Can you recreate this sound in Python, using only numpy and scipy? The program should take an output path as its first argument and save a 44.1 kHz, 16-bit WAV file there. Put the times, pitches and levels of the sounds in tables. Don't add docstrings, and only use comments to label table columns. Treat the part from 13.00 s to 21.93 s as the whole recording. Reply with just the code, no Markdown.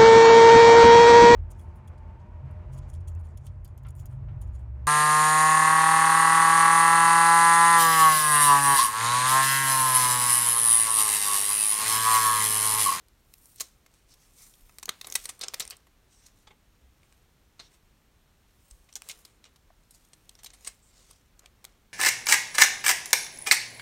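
import sys
import numpy as np
from scipy import signal
from scipy.fft import rfft, irfft
from scipy.io import wavfile
from scipy.ndimage import uniform_filter1d

SR = 44100
rng = np.random.default_rng(int(sys.argv[2]) if len(sys.argv) > 2 else 0)


def dump(signal):
    limited = np.clip(np.atleast_2d(signal).T, -1, 1)
    pcm = np.round(limited * 32767).astype(np.int16)
    wavfile.write(sys.argv[1], SR, pcm)


N = 393813


def amp(db):
    return 10 ** (np.asarray(db) / 20)


def evened(x):
    return x / np.sqrt(np.mean(x ** 2) + 1e-20)


def read(points, hz):
    f, value = np.transpose(points)
    return np.interp(np.log(hz + 1), np.log(f + 1), value)


def add(mix, s, sound):
    part = mix[max(0, round(s * SR)):][:len(sound)]
    part += sound[:len(part)]


def humps(rows, hz):
    return sum(db / (1 + (2 * (hz - centre) / width) ** 2) for centre, width, db in rows)


def causal(db):
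    cepstrum = irfft(np.log(amp(np.maximum(db, -100))))
    half = len(cepstrum) // 2
    cepstrum[1:half] *= 2
    cepstrum[half + 1:] = 0
    return irfft(np.exp(rfft(cepstrum)))


def shelves(hz, body_db, edge_db, body_hz=2700, edge_hz=9500):
    body = body_db / (1 + (hz / body_hz) ** 4)
    edge = edge_db * (1 - 1 / (1 + (hz / edge_hz) ** 8))
    return body + edge


def slips(count, per_s, spread_db, smooth):
    size = amp(spread_db * np.minimum(rng.exponential(1, count), 4)) * rng.choice([-1, 1], count)
    clicks = size * (rng.random(count) < per_s / SR)
    smooth = np.clip(smooth, 0, 1)
    return np.sqrt(1 - smooth) * evened(clicks) + np.sqrt(smooth) * rng.standard_normal(count)


# frequency in Hz, relative density in dB per Hz.
AIR_SPECTRUM = [(12, -36), (22, -5), (47, -1), (80, -8.5), (240, -17), (620, -24.5), (1100, -25.5),
                (2300, -29), (4000, -31), (6500, -34.5), (9500, -37), (11500, -37), (14500, -37.5),
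                (16000, -41)]
AIR_DB = -63.5


def air():
    hz = np.fft.rfftfreq(N, 1 / SR)
    spectrum = rfft(rng.standard_normal(N)) * amp(read(AIR_SPECTRUM, hz))
    return amp(AIR_DB) * evened(irfft(spectrum, N))


# start in seconds, peak of the swell in dB, pitch in Hz, time to that peak in seconds.
HAND_BUMPS = [(1.613, -49.5, 31, 0.025), (2.19, -56, 35.4, 0.032), (3.473, -53.5, 850, 0.0026),
              (3.507, -62, 854, 0.0097), (3.813, -55, 65, 0.035), (5.714, -46.5, 46, 0.013),
              (6.684, -61, 38, .04), (7.47, -56, 45.6, 0.019)]


def bumps():
    out = np.zeros(N)
    t = np.arange(SR // 2) / SR
    for s, level_db, hz, length in HAND_BUMPS:
        swell = t / length * np.exp(1 - t / length)
        add(out, s, amp(level_db) * swell * np.sin(2 * np.pi * hz * t))
    return out


# start in seconds, length in seconds, level in dB, pitch in Hz, width of the band in Hz.
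FINGER_DRAGS = [(1.103, 0.036, -62, 5160, 500), (1.369, 0.12, -69, 2150, 300),
                (1.368, 0.098, -61.5, 5640, 1100), (1.38, 0.11, -73.5, 1200, 250),
                (3.092, 0.14, -70, 8200, 450), (3.098, .18, -70.5, 5700, 600),
                (4.597, 0.096, -68, 5600, 350), (4.6, 0.087, -63.5, 3900, 900),
                (7.815, 0.1, -66, 7800, 910)]


def drags():
    out = np.zeros(N)
    for s, length, level_db, hz, width in FINGER_DRAGS:
        friction = slips(SR // 2, per_s=740, spread_db=-1.0, smooth=0.93)[:round(length * SR)]
        sing = signal.lfilter(*signal.iirpeak(hz, hz / width, fs=SR), friction)
        add(out, s, amp(level_db) * evened(sing) * signal.windows.tukey(len(sing), .35))
    return out


# time of the peak in seconds, level in dB, swell in seconds, fade in seconds, body in dB, edge in dB.
FILM_STROKES = [(0.5, -65.5, .17, 0.15, -17, 12.5), (0.6, -50.5, 0.024, 0.052, -4, -7),
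                (0.96, -69.5, 0.073, 0.068, 1, -2), (1.12, -60, 0.029, 0.024, -6, -4),
                (1.24, -64, 0.072, 0.055, 4, 0), (1.425, -55.5, 0.062, 0.075, -10, 4),
                (1.6, -69.5, 0.27, 0.47, 4, 9.5), (2.08, -61.5, 0.035, 0.054, 20.5, 12),
                (2.2, -52, 0.11, 0.096, -4, 2), (2.28, -64.5, 0.044, 0.062, 19.5, 1),
                (2.445, -54, 0.034, 0.053, 14, -30), (2.64, -60, 0.14, 0.092, 14, 2),
                (3.13, -65.5, .04, .08, -4, -10), (3.25, -64, .05, 0.064, 4.5, -6),
                (3.39, -69, 0.043, 0.058, 1, 0), (4.14, -75.5, .17, 0.092, 14, 4),
                (4.63, -64, 0.034, .06, 7.5, -19), (4.74, -64, .03, 0.027, 9, -2),
                (5.67, -70.5, 0.13, 0.25, -4, 6), (6.08, -58, 0.043, 0.11, 7.5, 2),
                (6.2, -67, 0.03, 0.022, 3, 12), (6.27, -69, 0.045, .08, 11, -3),
                (6.46, -67.5, 0.023, 0.026, 13, -20), (6.95, -60, 0.016, .022, -3, 2),
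                (7.02, -70, .05, .07, -1, 0), (7.25, -75, 0.36, 0.22, 6, 7),
                (7.48, -69, 0.16, 0.17, 12, -6), (7.66, -60.5, 0.071, 0.082, 2, 1),
                (8.0, -60.5, 0.091, 0.11, 3, -9), (8.1, -61, 0.052, 0.061, 1, -6),
                (8.44, -70, 0.034, 0.034, 19.5, -15.5), (8.68, -73, 0.08, 0.078, 18.5, -6)]
STROKE_CURVE = 1.3
GRIP_DB, GRIP_BODY_DB = -82.5, 10.5


def strokes(hz, t):
    power = amp(GRIP_DB + shelves(hz, GRIP_BODY_DB, 0))[:, None] ** 2
    for s, level_db, swell, fade, body_db, edge_db in FILM_STROKES:
        flank = np.where(t < s, swell, fade)
        speed = np.exp(-abs((t - s) / flank) ** STROKE_CURVE)
        colour = amp(level_db + shelves(hz, body_db, edge_db))
        power = power + np.outer(colour ** 2, speed ** 2)
    return np.sqrt(power)


# frequency in Hz, relative density in dB per Hz.
SLIDE_SPECTRUM = [(100, -27), (400, -6), (1200, -12.5), (2200, -10), (2900, -6), (4500, -2.5), (6300, -1),
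                  (8500, -1.5), (10500, -3.5), (13500, -9.5), (16000, -12.5)]
# frequency in Hz, width in Hz, height in dB.
SHEET_MODES = [(1175, 150, 5.5), (2119, 170, 5.5), (2470, 100, 5), (3870, 300, 0), (4800, 160, 1),
               (5700, 350, 1), (7000, 270, 0.5), (8290, 540, 3), (10900, 500, -0.5)]


def rub(gain_db=0.02, patchy_db=1.93, tick_db=-8, flutter_db=1.7):
    grains = slips(N, per_s=1800, spread_db=5.5, smooth=0.87)
    partings = abs(slips(N, per_s=60, spread_db=3.5, smooth=0))
    tick_swell = signal.lfilter([1], [1, -np.exp(-1 / (0.0017 * SR))], partings)
    ticks = evened(tick_swell * rng.standard_normal(N))
    hz, t, z = signal.stft(grains + amp(tick_db) * ticks, SR, nperseg=512)
    drift = uniform_filter1d(rng.standard_normal(z.shape), size=5, axis=0)
    drift = evened(uniform_filter1d(drift, size=26, axis=1))
    sheet = evened(amp(read(SLIDE_SPECTRUM, hz) + humps(SHEET_MODES, hz)))[:, None]
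    flutter = rng.standard_normal(len(t))
    z = z * sheet * strokes(hz, t) * amp(patchy_db * drift + flutter_db * flutter)
    return amp(gain_db) * signal.istft(z, SR, nperseg=512)[1][:N]


# frequency in Hz, relative density in dB per Hz.
FILM_SPECTRUM = [(60, -24), (160, -15), (400, -12.5), (700, -9.5), (1100, -10), (1650, -10), (2100, -7.5),
                 (2700, -6.5), (3900, 0), (7500, -0.5), (10000, -2.5), (14000, -10), (16500, -17)]
RISE_SHARE = 0.15
RING_DB = 9
SETTLE_DB, SETTLE_STRETCH = -27.5, 3.5


def snap(level_db, length, body_db, edge_db, ring_hz, ring_width=0.31, ripple_db=2, clump_db=2.0):
    t, hz = np.arange(4096) / SR, np.fft.rfftfreq(4096, 1 / SR)
    age = t / max(length, 1e-4)
    fall = np.exp(-age ** 1.41) + amp(SETTLE_DB) * np.exp(-age / SETTLE_STRETCH)
    swell = (1 - np.exp(-age / RISE_SHARE)) * fall
    clumps = evened(uniform_filter1d(rng.standard_normal(len(t)), size=50))
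    crackle = slips(len(t), per_s=5700, spread_db=2.0, smooth=0.33)
    drive = swell * amp(clump_db * clumps) * crackle
    modes = evened(signal.oaconvolve(rng.standard_normal(len(hz)), np.hanning(40), "same"))
    patch_db = humps([(ring_hz, ring_width * ring_hz, RING_DB)], hz)
    rings_db = humps(SHEET_MODES, hz) + patch_db + ripple_db * modes
    colour = causal(read(FILM_SPECTRUM, hz) + shelves(hz, body_db, edge_db) + rings_db)
    sound = signal.fftconvolve(drive, colour)[:len(t)]
    return amp(level_db) * evened(sound) * np.sqrt(np.mean(swell ** 2))


# start in seconds, strength in dB,
# length in seconds, body in dB, edge in dB, ring of the flexed patch in Hz.
FILM_SNAPS = [(0.084, -51, .0015, 0, 4, 9000), (0.338, -37.5, 0.0017, -2.5, 14.5, 2730),
              (0.457, -41, .001, 0, 15, 7650), (0.559, -46.5, 0.0046, -6, 12, 9010),
              (0.599, -32, .005, -1, 7, 2650), (0.6056, -22.5, 0.0083, 4, 9.5, 7000),
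              (0.862, -49.5, 0.0042, 18, 6, 6600), (1.138, -50.5, 0.0056, -1, 6, 5270),
              (1.538, -51, .004, -1, -8, 3280), (1.693, -51, 0.0051, 25, 5, 6330),
              (1.7845, -34.5, 0.003, 2, 6, 2220), (1.7964, -47, .0024, 6, 2, 6990),
              (1.828, -33, 0.0058, 9.5, 1, 7300), (1.856, -27.5, 0.002, -4, 8, 6450),
              (1.88, -39, 0.0054, 25, -8, 606), (1.891, -18, 0.0033, 7, -2, 3700),
              (2.012, -30.5, 0.0035, 7.5, 5.5, 3930), (2.044, -37.5, 0.0059, 11.5, -11, 4090),
              (2.0698, -31.5, 0.0037, 4, 8, 10080), (2.1003, -32, 0.002, -9, 6, 6500),
              (2.123, -27.5, 0.0039, 0.5, 6, 6240), (2.141, -33, 0.0021, -4, 18, 5270),
              (2.153, -14.5, 0.0052, 0.5, 5, 2060), (2.238, -43, .014, 4, 11, 6600),
              (2.2542, -26.5, 0.0041, 2.5, 0, 9600), (2.29, -30, 0.0099, 6, -1, 9500),
              (2.3927, -38.5, 0.0017, 6, 16, 9270), (2.411, -28.5, 0.0093, 3.5, 0, 4300),
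              (2.427, -38, 0.0093, 7, -25, 3950), (2.4346, -27.5, 0.0078, 6, -21, 9600),
              (2.4827, -22.5, 0.002, -9.5, -11, 1570), (2.5368, -32.5, 0.0025, 16, -3, 11610),
              (2.5405, -24, 0.0039, 8, 5, 5270), (2.597, -24, .0035, 1, 7, 7650),
              (2.601, -24.5, 0.01, 5.5, 5, 4050), (2.619, -36.5, .0134, 9, -10, 5420),
              (2.652, -33.5, 0.0014, 1, -4, 9800), (2.677, -29.5, 0.0011, -7, -3, 9270),
              (2.7013, -27.5, 0.0006, 4, 25, 7820), (2.7058, -31.5, .0055, 0, 3, 4740),
              (2.716, -44.5, 0.017, 14.5, -25, 3120), (2.7677, -45, .0021, -9, 7, 8900),
              (2.868, -56.5, .007, 18, 7, 680), (4.031, -56.5, .0038, 16, -3, 2530),
              (3.2617, -47.5, 0.01, -6, -9.5, 12000), (3.4705, -48.5, 0.011, 18.5, -15, 3400),
              (3.504, -52, .013, 25, -17, 3170), (4.125, -51, .0019, 3, -5, 2530),
              (4.593, -40, .015, 11.5, -14, 4050), (5.7103, -44, 0.0048, -4, -6, 8880),
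              (5.888, -56, 0.014, 9, -9, 2600), (5.9263, -44, 0.0032, 1, 0, 5580),
              (5.937, -49, .004, -4, -5, 9000), (5.955, -25.5, 0.0023, -12, 0, 5900),
              (5.96, -35.5, .0098, 7.5, 3, 7000), (6.02, -31, 0.00093, -4, 2, 2500),
              (6.0877, -32, .0038, -6.5, 3, 2600), (6.094, -34, 0.013, -1.5, -5, 2700),
              (6.109, -36.5, 0.0088, -10, -9, 2800), (6.2502, -42, 0.0063, 3, 7, 4300),
              (6.441, -43.5, 0.0029, -1, -15, 1980), (6.451, -52.5, 0.016, 8, -22, 3050),
              (6.559, -54.5, .0068, 9, 3, 4500), (6.703, -50.5, 0.0034, 45, -4, 674),
              (6.907, -48.5, 0.0085, -17, 2.5, 9150), (7.049, -54, .003, 8, 9, 6790),
              (7.132, -45.5, 0.0062, 2.5, -13, 9010), (7.293, -36, 0.0016, -5, -5, 3000),
              (7.352, -47, 0.0032, 15, 3, 5120), (7.388, -52, 0.013, 13, -6, 5740),
              (7.4325, -42, .0041, 7, 0, 12000), (7.443, -38, 0.0074, -2, -2, 12500),
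              (7.46, -37.5, 0.0086, -2.5, -7, 2900), (7.503, -45, 0.0033, 1, -14, 2300),
              (7.5333, -48, .014, 6.5, -2, 9530), (7.646, -41, 0.01, 2, -13, 9010),
              (7.661, -42.5, 0.026, 3, -4, 2180), (7.6718, -25.5, 0.006, 1, 1.5, 8000),
              (8.11, -41.5, 0.0027, 9, 4, 8760), (8.392, -44, 0.0032, -2, 0, 6800),
              (8.4585, -42, 0.0032, 7.5, -3, 3170), (8.6427, -38, .0023, 7, 7, 1710),
              (8.65, -31.5, 0.0016, 2, 5, 3270)]


def snaps():
    out = np.zeros(N)
    for s, *shape in FILM_SNAPS:
        add(out, s, snap(*shape))
    return out


# frequency in Hz, gain in dB.
WALL_COLOUR = [(200, 4.5), (1000, 1.5), (4000, -3.5), (8000, -7.5), (15000, -7.5)]


def desk(x, level_db=-14, decay=0.018):
    t = np.arange(SR // 16) / SR
    echoes = rng.choice([-1., 1.], len(t)) * (rng.random(len(t)) < 4000 / SR)
    taps = echoes * (t > .002) * np.exp(-t / decay)
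    colour = causal(read(WALL_COLOUR, np.fft.rfftfreq(256, 1 / SR)))
    answer = signal.fftconvolve(taps / np.linalg.norm(taps), colour)
    return amp(level_db) * signal.oaconvolve(x, answer)[:N]


# frequency in Hz, time to die by 60 dB in seconds.
ROOM_RING = [(200, 0.27), (1000, .32), (4000, 0.35), (8000, 0.38), (15000, 0.25)]


def room(x, level_db=-17.0):
    hz, t, z = signal.stft(x, SR, nperseg=256)
    power = uniform_filter1d(abs(z) ** 2, size=11, axis=0)
    kept = np.exp(-2 * np.log(1000) * t[1] / read(ROOM_RING, hz))
    stored = np.array([signal.lfilter([0, 0, 0, 1 - k], [1, -k], band) for k, band in zip(kept, power)])
    diffuse = signal.stft(rng.standard_normal(N), SR, nperseg=256)[2]
    gain = amp(level_db + read(WALL_COLOUR, hz))[:, None]
    wash = diffuse / np.std(diffuse) * np.sqrt(abs(stored)) * gain
    return signal.istft(wash, SR, nperseg=256)[1][:N]


def scene():
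    film = snaps() + rub() + drags()
    return (film + desk(film) + room(film) + bumps() + air())[None]


# frequency in Hz, width in Hz, gain in dB.
PORT_HOLLOWS = [(4820, 380, -3), (7800, 500, -1.5), (10420, 710, -5)]
EDGE_HZ = 15950


def record(dry):
    port = causal(humps(PORT_HOLLOWS, np.fft.rfftfreq(1024, 1 / SR)))
    heard = signal.oaconvolve(dry, port[None])[:, :N]
    treble_cut = signal.firwin(401, EDGE_HZ, window=("kaiser", 8), fs=SR)
    return signal.oaconvolve(heard, treble_cut[None], "same")


dry = scene()
out = record(dry)
dump(out)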